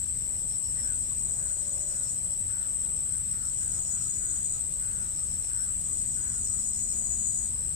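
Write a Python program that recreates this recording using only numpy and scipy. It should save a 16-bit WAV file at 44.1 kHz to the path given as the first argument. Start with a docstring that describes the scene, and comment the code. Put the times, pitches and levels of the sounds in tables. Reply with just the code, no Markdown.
"""Daytime thicket, two spaced microphones

A cicada chorus of countless tymbal clicks drones and throbs near 8 kHz; single cicadas swell into
trills just below it. A katydid rasps its wings in phrases, a small bird chirps, a hoarse one calls.
Distant traffic rumbles, with a brief whine and an engine hum, over the hiss of leaves and microphones."""
import sys
import numpy as np
from scipy import signal
from scipy.fft import rfft, irfft, next_fast_len
from scipy.io import wavfile
from scipy.ndimage import uniform_filter1d, map_coordinates

SR = 44100
rng = np.random.default_rng(int(sys.argv[2]) if len(sys.argv) > 2 else 0)


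def wav_out(sig):
    """Save sig, one row per channel (or a flat mono array), as 16-bit PCM at SR to the path in sys.argv[1]."""
    wavfile.write(sys.argv[1], SR, np.round(np.clip(np.atleast_2d(sig).T, -1, 1) * 32767).astype(np.int16))


N = 341775
TIME = np.arange(N) / SR
LEAD_S = .0003434  # left microphone ahead of right


def amp(db):
    """Decibels to gain."""
    return 10 ** (np.asarray(db) / 20)


def unit(x):
    """Scale to rms 1."""
    return x / np.sqrt(np.mean(x ** 2) + 1e-20)


def along(points, hz):
    """Interpolate (freq_hz, value) points on a log frequency axis."""
    freqs, values = np.transpose(points)
    return np.interp(np.log(hz + 1), np.log(freqs + 1), values)


def curves(rows):
    """One value per sample for each column after time_s."""
    time_s, *columns = np.transpose(rows)
    return [np.interp(TIME, time_s, column) for column in columns]


def gate(start_s, stop_s, fade_s):
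    """On from start to stop, with linear fades."""
    return np.clip(np.minimum(TIME - start_s, stop_s - TIME) / fade_s, 0, 1)


def wobble(rate_hz):
    """Smooth random curve with knots at rate_hz."""
    return map_coordinates(rng.standard_normal(int(N * rate_hz / SR) + 4), [TIME * rate_hz])


def filtered(x, response):
    """Apply a complex frequency response."""
    size = next_fast_len(N + SR // 2)
    return irfft(rfft(x, size) * response(np.fft.rfftfreq(size, 1 / SR)), size)[..., :N]


def coloured(x, spectrum):
    """Shape by (freq_hz, gain_db) points, nothing outside them; rms 1."""
    inside = lambda hz: (hz >= spectrum[0][0]) & (hz <= spectrum[-1][0])
    return unit(filtered(x, lambda hz: amp(along(spectrum, hz)) * inside(hz)))


def noise_pair(spectrum):
    """Coloured noise, unrelated left and right."""
    return coloured(rng.standard_normal((2, N)), spectrum)


def spread(pair, coherence):
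    """Mix two unrelated signals to a left-right coherence, left leading."""
    angle = lambda hz: np.arccos(np.clip(coherence(hz), -1, 1)) / 2
    mid, side = filtered(pair, lambda hz: np.array([np.cos(angle(hz)), np.sin(angle(hz))]))
    lead = lambda hz: np.exp(np.outer([1, -1], 1j * np.pi * hz * LEAD_S))
    return filtered(np.array([mid + side, mid - side]), lead)


def thicket(x, wet_db, t60_s, left_db, lead_s=LEAD_S):
    """Direct sound from the left plus scatter off trunks and moving leaves, different at each side."""
    t = np.arange(SR // 2) / SR
    tails = rng.standard_normal((2, len(t))) * amp(-60 * t / t60_s)
    scatter = signal.fftconvolve(x[None], tails / np.linalg.norm(tails[0]), axes=1)[:, :N]
    bins = signal.stft(scatter, nperseg=2048)[2]
    paths = uniform_filter1d(rng.standard_normal((2, *bins.shape)), size=3, axis=2)
    bins = bins * (paths[0] + 1j * paths[1])  # each frequency fades by itself
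    scatter = unit(signal.istft(bins, nperseg=2048)[1][:, :N]) * x.std()
    direct = np.array([x, filtered(x, lambda hz: np.exp(-2j * np.pi * hz * lead_s))])
    pan = amp([[left_db / 2], [-left_db / 2]])
    return (direct + amp(wet_db) * scatter) / np.hypot(1, amp(wet_db)) * pan


# common throb: from_s, rate_hz
THROB_PACE = [(0, 12.84), (1, 13.89), (3, 14.16), (5, 13.26)]
# singers fall into step, then scatter: time_s, depth_ratio
THROB_DEPTH = [(0, 0.1), (2.5, 0.28), (3, .06), (5.5, 0.23), (6, 0.13), (7, 0.32), (7.5, 0.06)]
# belly resonance of the chorus: freq_hz, gain_db
CHORUS_BELLY = [(3650, -55), (6200, -35.5), (6790, -24.5), (7290, -16.5), (7430, -9.5), (7760, 1.5),
                (8020, 6), (8260, 5), (8500, -5), (8860, -22.5), (9400, -36.5), (12200, -36.5),
                (20700, -120)]
# lower singers sit left: freq_hz, left_over_right_db
CHORUS_PAN = [(6500, -5.5), (7200, 9), (7800, 1), (8400, -3.5), (9200, -20)]
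# near singers' peaks: centre_hz, width_hz, left_gain_db
SINGER_PEAKS = [(7710, 50, 2.5), (7850, 55, 3.5), (8160, 65, 4.5), (8470, 45, 4)]
# low singer's loudness: time_s, level_db
LOW_SINGER_LEVEL = [(0, -50), (3, -58), (4, -47), (5, -62), (6, -52), (7.75, -53)]
# its belly resonance: freq_hz, gain_db
LOW_SINGER_BELLY = [(6900, -28), (7250, -6), (7500, -9), (7750, -4), (8000, -20)]
def chorus(level_db=-32, left_db=5.5, start_turns=-.27):
    """Countless tymbal clicks merge into noise; near singers' bursts and common throb stay audible."""
    from_s, rate_hz = np.transpose(THROB_PACE)
    throb_hz = rate_hz[np.searchsorted(from_s, TIME, "right") - 1]
    throb = np.cos(2 * np.pi * (start_turns + np.cumsum(throb_hz) / SR))
    power = 1 + curves(THROB_DEPTH)[0] * throb
    for burst_hz, depth in [(68.5, .33), (82, .1), (150, .064), (164, .12)]:
        drift_turns = .25 * np.array([wobble(1.344), wobble(1.065)])
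        power = power * (1 + depth * np.cos(2 * np.pi * (burst_hz * TIME + drift_turns)))
    flutter = amp(.66 * np.array([wobble(10), wobble(3.26)]))
    clicks = rng.standard_normal((2, N)) * flutter * np.sqrt(np.abs(power))
    drone = spread(coloured(clicks, CHORUS_BELLY), lambda hz: np.full_like(hz, .28))

    def placement(hz):
        peaks_db = sum(db / (1 + (2 * (hz - centre) / width) ** 2) for centre, width, db in SINGER_PEAKS)
        return amp(np.outer([.5, -.5], along(CHORUS_PAN, hz)) + np.outer([1, .3], peaks_db))

    crowd = amp(level_db + left_db * np.array([[.5], [-.5]])) * filtered(drone, placement)
    low_singer = amp(curves(LOW_SINGER_LEVEL)[0] + 3.7 * throb) * noise_pair(LOW_SINGER_BELLY)
    return crowd + low_singer * amp([[4.5], [-9]])


def glides(rows, waver_hz, flicker_db, fade_s):
    """Slightly unsteady tones, each gliding straight between two pitches."""
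    drift_hz, flicker = waver_hz * wobble(9), amp(flicker_db * wobble(5))
    tones = np.zeros(N)
    for start_s, stop_s, from_hz, to_hz, level_db in rows:
        turns = np.cumsum(np.interp(TIME, [start_s, stop_s], [from_hz, to_hz]) + drift_hz) / SR
        tones += np.sqrt(2) * amp(level_db) * gate(start_s, stop_s, fade_s) * np.sin(2 * np.pi * turns)
    return flicker * tones


# road noise: time_s, rumble_db, drone_db
ROAD_LEVELS = [(0, -46, -63), (1.1, -44, -59.5), (1.6, -46, -59.5), (2.2, -46, -62.5), (6, -44.5, -61.5),
               (6.25, -43, -64), (6.67, -45.5, -59.5), (7.75, -44.5, -64)]
# its two spectra: freq_hz, gain_db
ROAD_RUMBLE = [(11, -48), (18, -6.5), (48, 0.5), (102, -3), (220, -13), (247, -16), (400, -25), (520, -26),
               (880, -120)]
ROAD_DRONE = [(150, -59), (250, -8), (610, -5.5), (1500, -18.5), (1950, -47), (3300, -120)]
# left-right likeness: freq_hz, coherence_ratio
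ROAD_COHERENCE = [(60, 0.91), (140, 1), (330, 0.74), (600, 0.57), (900, 0.31), (1300, 0.88), (2000, .08)]
# brief whine, slowing engine: start_s, stop_s, from_hz, to_hz, level_db
ROAD_WHINE = [(1.4, 1.62, 605, 580, -65), (1.6, 1.98, 582, 583, -61), (1.97, 2.1, 580, 565, -66),
              (2.2, 2.36, 572, 573, -67)]
ENGINE_HUM = [(5.9, 7.85, 227.5, 214.9, -59.5)]
def traffic():
    """Far road noise, nearly alike at both microphones in the bass, with a whine and an engine hum."""
    rumble_db, drone_db = curves(ROAD_LEVELS)
    rumble = amp(rumble_db + .75 * wobble(7.2)) * noise_pair(ROAD_RUMBLE)
    drone = amp(drone_db + 2.24 * wobble(5)) * noise_pair(ROAD_DRONE)
    road = spread(rumble + drone, lambda hz: along(ROAD_COHERENCE, hz))
    hum = glides(ENGINE_HUM, waver_hz=1.43, flicker_db=.94, fade_s=.48)
    whine = glides(ROAD_WHINE, waver_hz=1.56, flicker_db=.88, fade_s=.033)
    return (road + hum + whine) * amp([[.45], [-.45]])


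# leaf and microphone hiss: freq_hz, gain_db
LEAF_HISS = [(700, 0), (1300, -0.5), (2500, -1.5), (4500, -0.5), (6200, 0.5), (9500, -0.5), (12500, -3.5),
             (15500, -2)]
# twigs: start_s, level_db, band_hz, t60_s
TWIG_TICKS = [(1.397, -53, 3500, .01), (3.25, -56, 10300, .012), (4.24, -50, 10300, .08),
              (4.335, -55, 10300, .015), (5.44, -46, 1800, .012), (5.446, -48, 2800, .02),
              (6.97, -56, 2900, .006)]
def leaves():
    """Faint patchy hiss, unrelated left and right, and a few twig ticks."""
    bins = signal.stft(rng.standard_normal((2, N)), nperseg=512)[2]
    field = uniform_filter1d(rng.standard_normal(bins.shape[1:]), 8, axis=0)
    patches = amp(1.5 * unit(uniform_filter1d(field, 10, axis=1)))
    hiss = amp(-52.5) * coloured(signal.istft(bins * patches, nperseg=512)[1][:, :N], LEAF_HISS)
    t = np.arange(SR // 10) / SR
    for start_s, level_db, band_hz, t60_s in TWIG_TICKS:
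        band = signal.butter(1, [band_hz / 2, band_hz * 1.5], "band", fs=SR)
        tick = unit(signal.lfilter(*band, rng.standard_normal((2, len(t)))))
        hiss[:, round(start_s * SR):][:, :len(t)] += amp(level_db - 60 * t / t60_s) * tick
    return hiss


# chirps: start_s, length_s, from_hz, to_hz, level_db
BIRD_CHIRPS = [(.072, .035, 2200, 2750, -62), (.918, .03, 2350, 2720, -61), (3.015, .02, 2000, 2150, -62),
               (6.925, .025, 2300, 2500, -62)]
def small_bird():
    """Short rising whistles."""
    voice = np.zeros(N)
    for start_s, length_s, from_hz, to_hz, level_db in BIRD_CHIRPS:
        progress = np.linspace(0, 1, round(length_s * SR))
        turns = np.cumsum(from_hz + (to_hz - from_hz) * progress) / SR
        chirp = np.sin(np.pi * progress) * np.sin(2 * np.pi * turns)
        voice[round(start_s * SR):][:len(chirp)] += amp(level_db) * chirp
    return thicket(voice, wet_db=-23, t60_s=.1, left_db=.3)


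# phrases: first_s, last_s, syllable_count, first_db, last_db
KATYDID_PHRASES = [(.076, .825, 6, -62, -47), (1.045, 1.496, 4, -54.5, -56), (1.648, 2.072, 4, -54, -49),
                   (2.175, 3.14, 7, -55, -58), (3.326, 4.028, 6, -54.5, -49.5),
                   (4.151, 4.74, 4, -54.5, -64), (5.04, 5.605, 5, -54.5, -49.5), (5.84, 6.146, 3, -57, -54),
                   (6.34, 6.916, 5, -51.5, -48.5), (7.12, 7.62, 3, -59, -55.5)]
# wing resonance and its octave: freq_hz, gain_db
WING_LOW = [(4700, -23), (5150, -9.5), (5400, -2.5), (5650, -1.5), (5900, -17), (6300, -38)]
WING_HIGH = [(9600, -28), (10200, -2.5), (10700, -1), (11200, -5.5), (12000, -43)]
def katydid(stroke_hz=95, half_width_s=.037):
    """Each syllable is a soft swell of wing strokes; the octave carries better to the right."""
    power = np.zeros(N)
    for first_s, last_s, count, first_db, last_db in KATYDID_PHRASES:
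        for progress in np.linspace(0, 1, round(count)):
            centre_s = first_s + (last_s - first_s) * progress
            level_db = first_db + (last_db - first_db) * progress ** .6
            power += amp(2 * level_db) * np.exp(-((TIME - centre_s) / half_width_s) ** 2)
    strokes = np.sqrt(power) * (1 + .11 * np.cos(2 * np.pi * (stroke_hz * TIME + .63 * wobble(6.6))))
    far = amp(1.1 * wobble(2.4))  # farther katydids blur into steady bands
    low = np.hypot(strokes, amp(-64.5) * far) * noise_pair(WING_LOW)
    high = np.hypot(amp(-2.2) * strokes, amp(-58.5) * far) * noise_pair(WING_HIGH)
    return low * amp([[1.2], [-8]]) + high * amp([[-14], [0]])


def tymbal(belly, click_hz, beat_hz, beat_depth, drift, rough):
    """Even clicks ring the belly as lines one click rate apart; a muscle beat adds sidebands."""
    turns = np.cumsum(click_hz * (1 + drift * wobble(14))) / SR
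    lowest, highest = int(belly[0][0] / click_hz), int(belly[-1][0] / click_hz)
    clicks = sum(np.cos(2 * np.pi * k * turns) for k in range(lowest, highest + 1))
    clicks *= 1 + beat_depth * np.cos(2 * np.pi * beat_hz * TIME + 1.16 * wobble(5.7))
    return coloured(unit(clicks) * amp(1.1 * wobble(25)) + rough * rng.standard_normal(N), belly)


def swells(rows, rise_db=21, fade_s=.06):
    """Each trill grows towards full voice and stops short."""
    envelope = np.zeros(N)
    for start_s, stop_s, full_db, swell_s in rows:
        level_db = full_db - rise_db * np.exp(-np.abs(TIME - start_s) / swell_s)
        envelope += amp(level_db) * gate(start_s, stop_s, fade_s)
    return envelope


# near and far cicada's trills: start_s, stop_s, full_db, swell_s
NEAR_TRILLS = [(.6, 2.2, -46, 0.37), (3.35, 4.62, -41.5, 0.26), (5.6, 7.5, -38, 0.57)]
FAR_TRILLS = [(4.5, 5.54, -54.5, .05)]
# their belly resonances: freq_hz, gain_db
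NEAR_RESONANCE = [(6400, -34), (6620, -21), (6750, -20), (6810, -3), (6900, -1), (7000, 0), (7080, -3),
                  (7140, -18), (7500, -40)]
FAR_RESONANCE = [(6400, -40), (6570, -12), (6750, -5), (6930, -8), (7050, -11), (7300, -42)]
def cicada_trills():
    """One cicada swells three times; a second answers once, a little lower."""
    near = tymbal(NEAR_RESONANCE, click_hz=194.75, beat_hz=72, beat_depth=1.1, drift=.0011, rough=1.7)
    far = tymbal(FAR_RESONANCE, click_hz=177.6, beat_hz=45, beat_depth=.8, drift=.001, rough=1.5)
    return (thicket(swells(NEAR_TRILLS) * near, wet_db=.088, t60_s=.15, left_db=14.3)
            + thicket(swells(FAR_TRILLS) * far, wet_db=-1.5, t60_s=.15, left_db=11.4))


# calls: start_s, length_s, third_harmonic_hz, level_db
BIRD_CALLS = [(.758, 0.066, 1930, -50), (.826, 0.14, 1587, -49.5), (1.099, 0.038, 1094, -51),
              (1.357, 0.18, 1546, -52.5), (1.653, .055, 1210, -57), (1.893, 0.19, 1487, -53),
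              (2.249, 0.071, 1340, -61), (2.474, 0.21, 1512, -50.5), (2.821, 0.12, 1410, -55),
              (3.055, 0.18, 1462, -54), (3.324, 0.18, 1435, -52), (3.593, .197, 1490, -52.5),
              (3.907, 0.17, 1427, -52), (4.193, 0.2, 1494, -51.5), (4.513, .09, 1320, -55),
              (4.799, 0.29, 1506, -51), (5.165, 0.085, 1320, -54.5), (5.471, .256, 1502, -51),
              (5.825, 0.11, 1274, -54), (6.152, 0.25, 1540, -50.5), (6.485, 0.12, 1333, -55)]
# rise and fall of a call: length_fraction, pitch_ratio
CALL_ARCH = [(0, .95), (.17, .97), (.5, 1), (.83, .91), (1, .87)]
# voice: harmonic_number, gain_db
CALL_HARMONICS = [(2, -17), (3, 0), (4, -17)]
# throat rasp: freq_hz, gain_db
THROAT_RASP = [(750, -30), (1000, -11), (1200, -12), (1380, -3), (1580, 0), (1780, -9), (2300, -26)]
def hoarse_bird(hoarse_per_s=2.9, hoarsest=.68, strained_hz=1700, fade_s=.019):
    """The third harmonic leads; long or high calls shake and rasp most, clearing towards the end."""
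    voice, shake = np.zeros(N), wobble(300)
    rasp = coloured(rng.standard_normal(N), THROAT_RASP)
    for start_s, length_s, third_hz, level_db in BIRD_CALLS:
        span = slice(round(start_s * SR), round((start_s + length_s) * SR))
        progress = (TIME[span] - start_s) / length_s
        pitch_hz = third_hz / 3 * np.interp(progress, *np.transpose(CALL_ARCH))
        hoarse = hoarsest if third_hz > strained_hz else min(hoarse_per_s * length_s, hoarsest)
        rough = hoarse * (1 - .55 * progress ** 2)
        turns = np.cumsum(pitch_hz * (1 + .13 * rough * shake[span])) / SR
        envelope = np.clip(np.minimum(progress, 1 - progress) * length_s / fade_s, 0, 1)
        tone = sum(amp(db) * np.sin(2 * np.pi * k * turns) for k, db in CALL_HARMONICS)
        call = np.sqrt(1 - rough ** 2) * tone + .72 * rough * rasp[span]
        voice[span] += amp(level_db) * envelope * call
    return thicket(voice, wet_db=-7, t60_s=.16, left_db=.4, lead_s=.00038)


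def scene():
    """All sources at the two microphones."""
    return chorus() + traffic() + leaves() + small_bird() + katydid() + cicada_trills() + hoarse_bird()


def record(dry):
    """Nothing passes above the band limit."""
    limit_hz = 15500
    return filtered(dry, lambda hz: hz < limit_hz)


dry = scene()
out = record(dry)
wav_out(out)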